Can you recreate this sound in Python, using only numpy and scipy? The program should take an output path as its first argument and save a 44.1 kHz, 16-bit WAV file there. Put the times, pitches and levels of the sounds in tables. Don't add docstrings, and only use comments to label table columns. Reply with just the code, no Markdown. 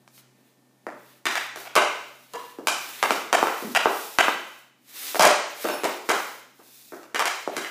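import sys
import numpy as np
from scipy import signal
from scipy.fft import rfft, irfft
from scipy.io import wavfile
from scipy.ndimage import uniform_filter1d

SR = 44100
rng = np.random.default_rng(int(sys.argv[2]) if len(sys.argv) > 2 else 0)


def ratio(d):
    e = np.asarray(d, float) / 20
    return 10 ** e


def file_out(sig):
    cols = np.atleast_2d(sig).T
    lim = np.clip(cols, -1, 1)
    pcm = np.round(lim * 32767).astype(np.int16)
    wavfile.write(sys.argv[1], SR, pcm)


N = 339570


def evened(x):
    return x / np.sqrt(np.mean(x ** 2) + 1e-20)


def read(points, hz):
    point_hz, value = np.transpose(points)
    return np.interp(np.log(hz + 1), np.log(point_hz + 1), value)


def add(mix, s, sound):
    part = mix[round(s * SR):][:len(sound)]
    part += sound[:len(part)]


def coloured(x, spectrum):
    gain = ratio(read(spectrum, np.fft.rfftfreq(len(x), 1 / SR)))
    return evened(irfft(rfft(x) * gain, len(x)))


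def ring(t, hz, t60):
    return np.sin(2 * np.pi * hz * t) * ratio(-60 * t / t60)


def blow(hz, crack_db, noise, detune):
    # mode_hz, width_hz, level_db
    blade_modes = [(434, 34, 0.5), (840, 150, -1.5), (1160, 350, 14), (1526, 28, 0), (2017, 47, 2),
                   (2330, 350, 13.5), (3050, 33, 1.5), (5100, 49, -14.5), (5800, 65, -27.5),
                   (7470, 84, -32)]
    t = np.arange(len(noise)) / SR

    late = np.maximum(t - .0011, 0)
    push = ring(late, hz, 1.3 / hz) + 0.085 * ring(late, hz, 0.016)
    modes = np.zeros(len(t))
    for (mode_hz, width_hz, level_db), d in zip(blade_modes, detune):
        nearness_db = -7.0 * abs(np.log2(mode_hz / hz))
        t60 = min(1.53 / width_hz, .025)
        modes += ratio(level_db + nearness_db) * ring(late, mode_hz * (1 + 0.099 * d), t60)
    no_bass = signal.butter(3, 0.41 * hz, "high", fs=SR)
    body = signal.lfilter(*no_bass, push + 0.19 * modes)
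    top_hz = min(hz * (1.6 + 7.1 * ratio(crack_db)), 12000)
    body = signal.lfilter(*signal.butter(4, top_hz, fs=SR), body)

    contact = np.maximum(t - .0005, 0)
    burst = noise * (contact > 0) * ratio(-60 * contact / 0.016)
    crack = signal.lfilter(*signal.butter(1, [3200, 8000], "band", fs=SR), burst)

    click = (t == 0) + .03 * noise * ratio(-60 * t / .08)
    scatter = 3.86 * signal.lfilter(*signal.butter(1, [2700, 7800], "band", fs=SR), click)
    return body / abs(body).max(), crack / abs(crack).max(), scatter


def blows():
    # contact_s, body_peak_db, push_pitch_hz, crack_db (hardness, against the body),
    # room_db (the body's feed to the room, against the direct body)
    blow_list = [(0.0764, -37, 1230, -9, -19), (0.1779, -42.5, 1740, -1, -5.5), (0.8661, -18, 930, -22, -8),
                 (0.901, -29, 920, -20, -15), (1.2544, -12, 1900, -6, 1), (1.2661, -11.5, 1900, -9, -11),
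                 (1.285, -21, 2100, -19, -15), (1.311, -20, 2200, -4, -9), (1.3541, -10, 1660, -9.5, -4.5),
                 (1.369, -16.5, 2120, -14, -6), (1.5588, -22.5, 830, -5.5, -4.5),
                 (1.6529, -33.5, 1530, -5, 5), (1.7535, -9.5, 1200, -1, 4), (1.763, -3, 1250, -10.5, -2.5),
                 (2.3351, -30.5, 910, 2, 3.5), (2.585, -27.5, 493, -17.5, -7), (2.6708, -6, 1330, -2.5, -5),
                 (2.6831, -10, 1680, -12, -11.5), (3.0269, -3, 1240, -11.5, -6),
                 (3.106, -3.5, 950, -12.5, -10), (3.3276, -2.5, 1060, -7.5, -3),
                 (3.4269, -0.5, 840, -26, -13.5), (3.4696, -9.5, 1020, -15.5, -4.5),
                 (3.749, -7, 1600, -7.5, 0.5), (3.761, -1.5, 1720, -17, -27), (3.8561, 0, 864, -36, -9.5),
                 (4.1856, 2.5, 1466, -14, -6), (4.2812, -2.5, 1020, -26, -14.5), (5.067, -29, 2170, 7, -22),
                 (5.1451, -17, 750, -7, -2), (5.1554, -13.5, 826, -12.5, -26.5),
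                 (5.1943, -12.5, 940, 5.5, 8.5), (5.2082, -20.5, 1160, 8, 8), (5.222, -13, 990, 5, -3),
                 (5.232, -5.5, 1090, -12, 2), (5.2515, -10, 1050, 5, 2), (5.6427, -18.5, 800, -7.5, 2),
                 (5.686, -14.5, 875, -9.5, -2.5), (5.8342, -16, 670, -5.5, 2),
                 (5.842, -14.5, 910, -3, -1.5), (6.0891, -11, 1070, -5.5, 3),
                 (6.094, -16.5, 1120, 3.5, 1.5), (6.5911, -45.5, 650, -7, 3),
                 (6.9206, -30, 696, -15.5, -0.5), (6.9441, -32, 750, -7, -15), (7.0306, -36, 655, -6.5, -2),
                 (7.1459, -12.5, 1800, -9, -0.5), (7.1586, -12, 1640, -11, -30),
                 (7.1933, -8.5, 1130, -7, -3.5), (7.209, -11, 1150, -14, -4),
                 (7.255, -11.5, 1410, -1.5, -4.5), (7.269, -17, 2200, -18, -2), (7.286, -21, 2300, -25, -8),
                 (7.4748, -14.5, 600, -20, -11.5), (7.5192, -32, 764, -31.5, -30),
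                 (7.5658, -15, 1260, -3, -3.5), (7.646, -18, 2600, -17, -6)]
    scatter_db = -2
    near, feeds = np.zeros(N), np.zeros((3, N))
    noise = rng.standard_normal((len(blow_list), 3000))
    detune = rng.standard_normal((len(blow_list), 40))
    for k, (s, db, hz, crack_db, room_db) in enumerate(blow_list):
        body, crack, scatter = blow(hz, crack_db, noise[k], detune[k])
        add(near, s, ratio(db) * (body + ratio(crack_db) * crack))
        to_room = ratio(room_db) * body + ratio(crack_db + scatter_db) * scatter
        add(feeds[k % 3], s, ratio(db) * to_room)
    return near, feeds


def thuds():
    # contact_s, level_db, pitch_hz
    slap_list = [(0.866, -28, 330), (1.253, -25, 333), (2.586, -26, 316), (2.67, -28.5, 323),
                 (3.026, -21, 417), (3.107, -20.5, 304), (3.332, -22, 297), (3.428, -24, 356),
                 (3.622, -21, 400), (3.644, -20.5, 220), (3.663, -25.5, 253), (3.69, -28.5, 234),
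                 (3.856, -23, 420), (4.186, -19.5, 387), (4.282, -23, 327), (5.645, -18, 331),
                 (5.833, -18, 430), (6.089, -17.5, 375), (6.592, -43, 382), (6.921, -30, 342),
                 (7.143, -22, 423), (7.473, -47, 415), (7.567, -22.5, 338)]
    near, feeds = np.zeros(N), np.zeros((3, N))
    t = np.arange(3000) / SR
    for k, (s, db, hz) in enumerate(slap_list):
        thud = ratio(db) * ring(t, hz, 7 / hz)
        add(near, s + 0.0022, thud)
        add(feeds[k % 3], s, ratio(-6.0) * thud)
    return near, feeds


def slides():
    # fastest_s, rise_s, fall_s, level_db, rub_db (against the stroke's level)
    strokes = [(0.18, 0.079, 0.046, -55, -13), (0.45, 0.15, 0.16, -70.5, -1), (1.12, 0.29, 0.13, -61.5, -2),
               (1.35, 0.077, 0.19, -48, 4), (1.6, 0.046, 0.12, -46, -12), (1.9, 0.26, 0.37, -55.5, -5),
               (2.2, 0.22, 0.31, -62, -15), (2.43, 0.16, 0.22, -54.5, -0.5), (2.85, 0.21, .4, -44, -2),
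               (3.099, 0.18, 0.23, -44, 3), (3.42, 0.12, .15, -44, -15.5), (3.6, 0.26, 0.35, -43.5, -7.5),
               (3.98, 0.22, 0.28, -40, -13), (4.26, 0.11, 0.17, -44.5, 5), (4.52, 0.33, 0.19, -57.5, -17),
               (5.08, .2, 0.32, -36.5, -6), (5.502, .05, .1, -52.5, 5.5), (5.64, .1, 0.2, -39.5, -3),
               (5.9, .15, 0.14, -46.5, 2.5), (6.15, 0.14, 0.31, -44.5, -9), (6.78, 0.27, .35, -52.5, -12),
               (7.3, 0.14, 0.23, -49.5, -9.5), (7.56, 0.072, 1, -52, 5.5)]
    # (per Hz, relative)
    fizz_spectrum = [(1470, -60), (2500, -2.5), (2930, -13), (3550, -2), (7710, -4.5), (8700, -5),
                     (13500, -1.5), (15400, -1)]
    # (per Hz, relative)
    rub_spectrum = [(88, -74), (150, -33), (271, -1.5), (584, -6), (895, -3.5), (1410, -0.5), (2100, 2.5),
                    (4000, -2), (5200, -15.5), (8800, -120)]
    ends_db = -20

    t = np.arange(0, N + 64, 64) / SR
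    s, rise, fall, db, rub_db = np.transpose(strokes)[:, :, None]
    arch = ratio(db + ends_db * ((t - s) / np.where(t < s, rise, fall)) ** 2)

    def level(gains):
        return np.interp(np.arange(N) / SR, t, np.sqrt((gains ** 2).sum(0)))

    grit = rng.standard_normal((2, N)) * ratio(1.1 * rng.exponential(1, (2, N)))
    catches = ratio(1.2 * evened(uniform_filter1d(rng.standard_normal(N), 900)))
    fizz = level(arch) * ratio(3.0) * coloured(grit[0], fizz_spectrum)
    rub = level(arch * ratio(rub_db)) * coloured(grit[1], rub_spectrum)
    return catches * (fizz + rub)


def boards():
    # mode_hz, level_db, t60_s (cut short below)
    wood_modes = [(415, -31.5, 0.29), (597.4, -3, 0.13), (670, -8, 0.45), (736, -6.5, 0.73),
                  (840, -13, 0.61), (950, -31, 1.2), (996, -16, 0.39)]
    # start_s, level_db
    wood_hits = [(.867, -42), (1.763, -17.5), (5.146, -33.5), (5.196, -16), (5.228, -19.5), (5.252, -22.5),
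                 (5.644, -31.5), (6.092, -32.5), (7.476, -30)]
    t, out = np.arange(SR // 4) / SR, np.zeros(N)
    spots = rng.standard_normal((len(wood_hits), len(wood_modes)))
    for (s, hit_db), spot in zip(wood_hits, spots):
        knock = np.zeros(len(t))
        for (hz, db, t60), d in zip(wood_modes, spot):
            knock += ratio(db + 5.6 * d) * ring(t, hz, min(t60, .09))
        add(out, s, ratio(hit_db) * knock)
    return out


def goal_frame():
    # mode_hz, level_db, t60_s
    pipe_modes = [(478, -4.5, 0.15), (969, -6, 0.24), (998, -11.5, 0.46), (1080, -5.5, 0.13),
                  (1722, -11, 0.15), (2800, -16, 0.22)]
    # start_s, level_db
    pipe_hits = [(2.339, -33)]
    t, out = np.arange(SR // 2) / SR, np.zeros(N)
    for s, hit_db in pipe_hits:
        add(out, s, ratio(hit_db) * sum(ratio(db) * ring(t, hz, t60) for hz, db, t60 in pipe_modes))
    return out


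def tinkle():
    # start_s, pitch_hz, level_db, t60_s
    tones = [(5.701, 5370, -47, .4), (5.73, 10050, -37, 0.15)]
    t, out = np.arange(SR // 2) / SR, np.zeros(N)
    for s, hz, db, t60 in tones:
        add(out, s, ratio(db) * ring(t, hz, t60) * (1 - np.exp(-t / 0.011)))
    return out


def garage(feeds):
    # freq_hz, t60_s
    decay = [(150, 0.47), (400, 0.66), (1000, 0.62), (2800, 0.75), (7000, 0.73), (14000, 0.23)]
    # delay_s (before a small random shift), level_db
    early = [(.0045, -4), (0.01, -7), (0.0149, -6), (.023, -23), (0.03, -19.5)]
    t = np.arange(SR) / SR

    taps = np.zeros((3, SR))
    slots = np.arange(300, SR - 12, 12)
    at = slots + rng.integers(0, 12, (3, len(slots)))
    np.put_along_axis(taps, at, rng.choice([-1., 1.], at.shape), 1)
    taps *= 1 - np.exp(-t / 0.0034)
    lumps = evened(uniform_filter1d(rng.standard_normal((3, SR)), 260, axis=1))
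    taps *= ratio(3.15 * lumps * np.exp(-t / 0.098))

    hz, frame_s, z = signal.stft(taps, SR, nperseg=256)
    fade = ratio(-60 * frame_s / read(decay, hz)[:, None])
    tails = signal.istft(z * fade, SR, nperseg=256)[1]
    tails *= ratio(7.5) / np.linalg.norm(tails, axis=1, keepdims=True)

    shift = rng.uniform(-1, 1, (3, len(early)))
    for tail, row in zip(tails, shift):
        for (s, db), d in zip(early, row):
            tail[round((s + .001 * d) * SR)] += ratio(db)
    return signal.oaconvolve(feeds, tails, axes=1)[:, :N].sum(0)


def room_tone():
    # pitch_hz, level_db (relative between tones)
    motor_tones = [(129.2, -52.5), (242.2, -77.5), (360.7, -79), (597.5, -80), (1561, -96.5), (1798, -79)]
    # time_s, gain_db
    hum_gain = [(0, -0.5), (1.2, -4.5), (2, -3.5), (3, -7.5), (4.8, -12), (6.7, -10), (7.7, -8)]
    # (per Hz, relative)
    air_spectrum = [(60, -63), (110, -1.5), (170, -4.5), (250, -0.5), (400, -10), (700, -12), (1400, -20.5),
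                    (3000, -24), (8000, -26), (15400, -29)]
    t = np.arange(N) / SR
    drift = evened(uniform_filter1d(rng.standard_normal((len(motor_tones), N)), 9000, axis=1))
    hum = np.zeros(N)
    for (hz, db), d in zip(motor_tones, drift):
        hum += ratio(db + 4 + 1.6 * d) * np.sin(2 * np.pi * hz * t)
    air = ratio(-61.5) * coloured(rng.standard_normal(N), air_spectrum)
    level_db = np.interp(t, *np.transpose(hum_gain))
    return hum * ratio(level_db) + air * ratio(0.34 * level_db)


def scene():
    near, feeds = blows()
    slaps, slap_feeds = thuds()
    sliding, wood = slides(), boards()
    metal = goal_frame() + tinkle()
    feeds += slap_feeds
    feeds[0] += ratio(-2.5) * metal + ratio(-16.0) * sliding
    feeds[1] += ratio(-5) * wood
    direct = near + slaps + sliding + wood + metal
    return (direct + garage(feeds) + room_tone())[None]


def low_pass(x):
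    return signal.sosfilt(signal.butter(12, 16630, fs=SR, output="sos"), x)


def record(dry):
    bass_cut = signal.butter(4, 190, "high", fs=SR, output="sos")
    thin = signal.sosfilt(bass_cut, dry)
    ceiling = .73
    bent = thin / (1 + abs(thin / ceiling) ** 6) ** (1 / 6)
    band_limit = signal.firwin(401, 15450, fs=SR)[None]
    mix = signal.oaconvolve(bent, band_limit, "same")
    return low_pass(mix)


dry = scene()
out = record(dry)
file_out(out)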